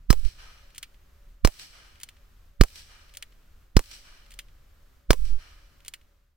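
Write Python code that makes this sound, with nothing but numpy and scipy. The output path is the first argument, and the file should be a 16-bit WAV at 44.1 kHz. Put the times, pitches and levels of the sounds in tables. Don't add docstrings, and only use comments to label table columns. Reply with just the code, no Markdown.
import sys
import numpy as np
from scipy import signal
from scipy.fft import rfft, irfft
from scipy.io import wavfile
from scipy.ndimage import uniform_filter1d, minimum_filter1d

SR = 44100
rng = np.random.default_rng(int(sys.argv[2]) if len(sys.argv) > 2 else 0)


def wav_record(signal):
    frames = np.transpose(np.atleast_2d(signal))
    bounded = np.clip(frames, -1, 1)
    quanta = np.round(bounded * 32767).astype(np.int16)
    wavfile.write(sys.argv[1], SR, quanta)


N = 280476

# (valve opens [s], crack [dB], muzzle [dB],
# ring [dB], smack [dB], near echo [dB], far echo [dB], blast left [gain], blast right [gain],
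# swirl left [gain], swirl right [gain], swirl rise [s], swirl decay [s])
SHOTS = [(0.103, -8, -5.5, -12.5, -11.5, -48, -48, 0.02, -0.44, 0.49, 3.5, 0.00056, .0145),
         (1.4485, -4, -4, -13.5, -11, -44, -50, 1.5, 0.54, -0.67, -5.5, 0.007, 0.018),
         (2.6108, -3, -2, -15.5, -13, -45.5, -52, 2, .9, -1.8, -5.5, .0035, .0155),
         (3.7669, -3.5, -7, -16.5, -14.5, -45, -52, 2, -0.078, -1.1, -3.5, .0015, .0155),
         (5.1056, -2.1, -2.5, -11.5, -11.5, -51, -51, 2.5, 1.4, .75, 2.5, 0.00044, 0.014)]
# (frequency [Hz], width [Hz], relative boost [dB])
REPORT_MODES = [(1244, 70, 4), (1600, 650, 3.5), (2374, 110, 4), (2990, 230, 4.5), (4070, 61, 4.5),
                (4250, 130, 4), (4710, 120, 3.5), (5230, 100, 6), (5700, 120, 4.5), (6000, 180, 3.5),
                (7800, 300, 3), (9300, 300, 2)]
# (frequency [Hz], relative level [dB])
WIND_EQ = [(15, -2), (38, 1.5), (60, -9), (85, -12), (105, -20.5), (130, -21.5), (200, -31), (500, -52),
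           (3000, -89)]
BLAST_START_S, BLAST_END_S = .0006, .0019


def amp(db):
    return 10 ** (np.asarray(db) / 20)


def unit(x):
    return x / np.sqrt(np.mean(x ** 2) + 1e-20)


def shape(points, hz):
    f, value = np.transpose(points)
    return np.interp(np.log(hz + 1), np.log(f), value)


def clock(seconds):
    return np.arange(int(seconds * SR)) / SR


def add(mix, s, sound):
    part = mix[:, round(s * SR):][:, :sound.shape[1]]
    part += sound[:, :part.shape[1]]


def noise(size, alike):
    shared, own = rng.standard_normal(size), rng.standard_normal((2, size))
    return np.sqrt(alike) * shared + np.sqrt(1 - alike) * own


def colour(x, eq, ringing=0, modes=REPORT_MODES, size=4096):
    hz = abs(np.fft.fftfreq(size, 1 / SR))
    peaks_db = sum(db / (1 + (2 * (hz - f) / width) ** 2) for f, width, db in modes)
    gain = unit(amp(shape(eq, hz) + ringing * peaks_db))
    response = np.exp(np.conj(signal.hilbert(np.log(gain))))
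    taps = np.fft.ifft(response).real[:size // 2]
    return signal.oaconvolve(x, taps[None], axes=1)[:, :x.shape[1]]


def dying(t, t60, delay=0):
    return (t >= delay) * np.exp(-np.log(1000) * np.maximum(t - delay, 0) / t60)


def swell(t, db, hold, t60, delay=0, rise=.3):
    build = np.exp(-(np.minimum(t - delay, 0) / rise) ** 2)
    return amp(db) * build * dying(np.maximum(t - delay - hold, 0), t60)


def drift(t, mean_hz):
    rate, phase = rng.random((2, 12, 1))
    return unit(np.sin(2 * np.pi * (2 * mean_hz * rate * t + phase)).sum(0))


def burst(envelope, alike):
    spectrum = rfft(noise(len(envelope), alike) * envelope)
    even = irfft(spectrum / (abs(spectrum) + 1e-12), len(envelope)) * np.sqrt(envelope)
    return unit(even) * np.sqrt(np.mean(envelope ** 2))


def ports(x):
    # (frequency [Hz], lead of the left port [rad])
    phase_lead = [(100, -0.5), (300, 0.9), (650, -2), (1400, -1.53), (2500, 0.5), (5900, -1.76),
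                  (8400, -1.64), (11000, -2), (15000, -4.5)]
    turn = np.exp(.5j * shape(phase_lead, np.fft.rfftfreq(N, 1 / SR)))
    return irfft(rfft(x) * np.array([turn, turn.conj()]), N)


def field():
    # (frequency [Hz], relative level [dB])
    air_eq = [(100, -5.5), (160, -10), (250, -12), (500, -16), (900, -19.5), (1290, -15.5), (2150, -20.5),
              (4000, -24), (7000, -27.5), (10000, -32), (14500, -26), (16000, -32.5)]
    # (frequency [Hz], width [Hz], level [dB])
    hum_tones = [(73.6, 3.5, -68.5), (569, 7, -80)]
    t = np.arange(N) / SR
    bed = amp(-64.5) * colour(noise(N, alike=.41), air_eq)
    for hz, width, db in hum_tones:
        waver = signal.lfilter(*signal.butter(2, width / 2, fs=SR), noise(N, alike=.94))
        bed += amp(db) * unit(waver * np.cos(2 * np.pi * hz * t))
    return bed


def wind():
    t = np.arange(N) / SR
    opening_rumble_db = 12 * np.exp(-t / .18)
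    level_db = -54.5 + 1.35 * drift(t, mean_hz=.64) + opening_rumble_db
    return amp(level_db) * colour(noise(N, alike=1), WIND_EQ, size=16384)


def eddies(flutter_hz=42):
    # (time [s], length [s], pressure left [gain], pressure right [gain], flutter [share of pressure])
    shoves = [(0.111, 0.12, -.02, -0.23, 0.4), (0.224, 0.068, 0.0018, 0.18, 0.74),
              (5.128, 0.18, -0.028, -0.17, 0.39), (5.263, 0.13, 0.065, 0.21, 0.21)]
    out = np.zeros((2, N))
    for s, length, left, right, flutter in shoves:
        t = clock(length)
        pressure = np.outer([left, right], np.sin(np.pi * t / length))
        wobble = np.sin(2 * np.pi * (flutter_hz * t + rng.random()))
        rumble = .34 * colour(noise(len(t), alike=1), WIND_EQ)
        add(out, s, pressure * (1 + flutter * (wobble + rumble)))
    return out


def click(db, body, t60):
    # (frequency [Hz], relative level [dB])
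    pawl_eq = [(200, -23.5), (900, -14), (1500, -9), (2100, -19), (3200, -2), (4500, -2), (6500, -4),
               (9400, -1.5), (11000, -12.5), (14000, -2.5), (16000, -6)]
    latch_eq = [(200, -32.5), (900, -18.5), (1300, -9), (2000, 1), (2800, 1.5), (3600, 1), (6000, -12),
                (9000, -17), (11500, -21), (15000, -15)]
    # (frequency [Hz], width [Hz], relative boost [dB])
    steel_modes = [(1570, 110, -1), (2200, 130, 1.5), (3025, 250, 3.5), (3730, 200, -4.5), (4460, 180, 3),
                   (6300, 350, 5), (7520, 350, 7.5), (9160, 280, 11.5), (13100, 460, 9)]
    t = clock(.12)
    snap = .55 * dying(t, .008)
    bounce = .3 * body * dying(t, .01, delay=.004)
    ring = .7 * dying(t, t60) + .1 * dying(t, .12)
    attack = 1 - np.exp(-t / .0003)
    rattle = burst(attack * (snap + bounce + ring), alike=.85)
    pawl, latch = (colour(rattle, eq, ringing=.84, modes=steel_modes) for eq in (pawl_eq, latch_eq))
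    return amp(db) * ((1 - body) * pawl + body * latch)


def trigger():
    # (pawl time [s], pawl level [dB], latch time [s], latch level [dB], latch t60 [s], settle [s])
    pulls = [(.78, -30, .8282, -30.5, .075, .943), (2.033, -28.5, 2.088, -39.5, .057, 2.1668),
             (3.1707, -30.5, 3.2248, -29.5, .045, 3.3224), (4.339, -43, 4.3893, -30.5, .074, 4.484),
             (5.881, -28.5, 5.9374, -31, .069, 6.013)]
    # (lead on the pawl [s], level [dB], body [0-1], t60 [s])
    slack_ticks = [(.077, -54, 0.79, .045), (.0325, -44.5, .43, .045), (.0215, -46, 0.6, 0.12)]
    out = np.zeros((2, N))
    for pawl_s, pawl_db, latch_s, latch_db, latch_t60, settle_s in pulls:
        for lead, db, body, t60 in slack_ticks:
            add(out, pawl_s - lead, click(db, body, t60))
        add(out, pawl_s, click(pawl_db, body=.21, t60=.042))
        add(out, latch_s, click(latch_db, body=.64, t60=latch_t60))
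        add(out, settle_s, click(db=-57.5, body=1, t60=.037))
    return out


def echoes():
    # (frequency [Hz], relative level [dB])
    near_eq = [(150, -6), (600, -11), (1200, -10), (2300, -1.5), (4500, 1), (5900, -0.5), (6700, -8),
               (8000, -3), (11000, -12.5), (14500, -13), (16000, -17.5)]
    far_eq = [(150, -8), (400, -5), (900, -2), (1300, -1.5), (3000, -1.7), (5800, -7), (6600, -11),
              (7900, -13), (10000, -14), (15000, -23)]
    # (delay [s], left [dB], right [dB])
    slaps = [(.073, 3, 1), (.092, 2, 0), (.147, 7.5, 12.5)]
    out, t = np.zeros((2, N)), clock(1.1)
    clumps = amp(.74 * unit(uniform_filter1d(rng.standard_normal(len(t)), size=200)))
    shrubs = swell(t, db=-6, delay=.15, hold=.0037, t60=.66)
    trees = swell(t, db=.93, delay=.15, rise=.011, hold=.033, t60=.31)
    hedge = swell(t, db=-.26, delay=.295, rise=.021, hold=.058, t60=1.15)
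    near_wash = swell(t, db=-13, delay=.03, rise=.1, hold=.25, t60=1.3)
    far_wash = swell(t, db=-11.5, hold=.17, t60=2.5)
    for s, _, _, _, _, near_db, far_db, *_ in SHOTS:
        near = np.sqrt(shrubs ** 2 + trees ** 2 + near_wash ** 2) * noise(len(t), alike=.07)
        for delay, left_db, right_db in slaps:
            near += amp([[left_db], [right_db]]) * burst(dying(t, .022, delay), alike=.56)
        far = np.hypot(hedge, far_wash) * noise(len(t), alike=.1)
        add(out, s, amp(near_db - 3) * colour(near * clumps, near_eq, ringing=1.3))
        add(out, s, amp(far_db - 3.5) * colour(far * clumps, far_eq, ringing=2))
    return out


def puffs(cut_hz=28):
    out, t = np.zeros((2, N)), clock(.4)
    shock = (1 - np.tanh((t - BLAST_END_S + BLAST_START_S) / .00005)) / 2
    blast = np.tanh(t / .0003) * shock
    for s, *_, blast_left, blast_right, swirl_left, swirl_right, rise, decay in SHOTS:
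        swirl = (1 - np.exp(-t / rise)) * np.exp(-(t / decay) ** 2)
        add(out, s + BLAST_START_S, np.outer([blast_left, blast_right], blast))
        add(out, s + BLAST_END_S, np.outer([swirl_left, swirl_right], swirl))
    hz = np.fft.rfftfreq(N, 1 / SR)
    bass_cut = 1 - np.exp(-(hz / cut_hz) ** 2)
    return irfft(rfft(out) * bass_cut, N)


def pellets(flight_s=.0257):
    # (frequency [Hz], relative level [dB])
    smack_eq = [(150, -9.5), (550, 3.5), (1000, 4), (1600, -3), (2600, -3.5), (4000, -12.5), (5800, -3),
                (8000, -8), (11000, -7.5), (15000, -11.5)]
    board_eq = [(100, -11.5), (300, -0.5), (550, 1), (800, -3.5), (1050, -5), (1500, -13), (2600, -14.5),
                (5500, -16.5), (8000, -19), (15000, -20.5)]
    out, t = np.zeros((2, N)), clock(.5)
    for s, _, _, _, smack_db, *_ in SHOTS:
        smack = colour(burst(dying(t, .0055), alike=.87), smack_eq)
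        board = colour(burst(dying(t, .07), alike=.7), board_eq)
        add(out, s + flight_s, amp(smack_db + 3) * smack + amp(smack_db - 12.5) * board)
    return out


def pistol():
    # (frequency [Hz], relative level [dB])
    crack_eq = [(150, -9), (600, -5), (1150, 6), (2000, -0.5), (3000, -4), (5000, 1), (7000, -9.5),
                (9000, -10.5), (11000, -15), (14500, -7.5), (16000, -10.5)]
    muzzle_eq = [(150, -6), (400, 0.5), (750, 5.5), (1050, 7), (1500, 0), (1900, -1.5), (2500, -3),
                 (5000, -2), (7000, -15), (11000, -19.5), (15000, -16.5)]
    ring_eq = [(150, -5), (500, 2.5), (800, 0), (1080, 6.5), (1500, -7), (2200, -8.5), (3500, -5),
               (5300, 0), (6800, -5.5), (8500, -5), (11000, -9), (14500, -3), (16000, -8.5)]
    fizz_eq = [(500, -20), (2000, -11), (5000, -2.5), (6600, -5), (8500, 0), (11500, -4), (14500, 0),
               (16000, -3.5)]
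    out, t = np.zeros((2, N)), clock(.5)
    bounce = .25 * dying(t, .005, delay=.0055)
    for s, crack_db, muzzle_db, ring_db, *_ in SHOTS:
        crack = colour(burst(1.2 * dying(t, .0049) + bounce, alike=.94), crack_eq, ringing=1.6)
        muzzle = colour(burst(1.15 * dying(t, .0048, BLAST_END_S), alike=.88), muzzle_eq, ringing=.98)
        ring = colour(burst(dying(t, .048), alike=.68), ring_eq, ringing=1.8)
        fizz = colour(noise(len(t), alike=.4) * dying(t, .53), fizz_eq, ringing=.8)
        add(out, s, amp(crack_db) * crack + amp(muzzle_db) * muzzle + amp(-44.5) * fizz)
        add(out, s + BLAST_END_S, amp(ring_db + 2) * ring)
    return out


def scene():
    return field() + wind() + eddies() + echoes() + puffs() + ports(trigger() + pellets() + pistol())


def record(dry, threshold=.5, max_dip_db=6, hold_s=.16, ease_s=.11):
    over_db = np.clip(20 * np.log10(abs(dry).max(0) / threshold + 1e-9), 0, max_dip_db)
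    held_db = minimum_filter1d(-over_db, size=int(hold_s * SR))
    gain_db = uniform_filter1d(held_db, size=int(ease_s * SR))
    limited = np.clip(dry * amp(gain_db), -1, 1)
    fade_start_s, fade_s = 5.875, .57
    fade = np.clip(1 - (np.arange(N) / SR - fade_start_s) / fade_s, 0, 1)
    low_pass = signal.firwin(255, cutoff=16100, window=("kaiser", 8), fs=SR)
    return signal.oaconvolve(limited * amp(-.5) * fade, low_pass[None], "same")


dry = scene()
out = record(dry)
wav_record(out)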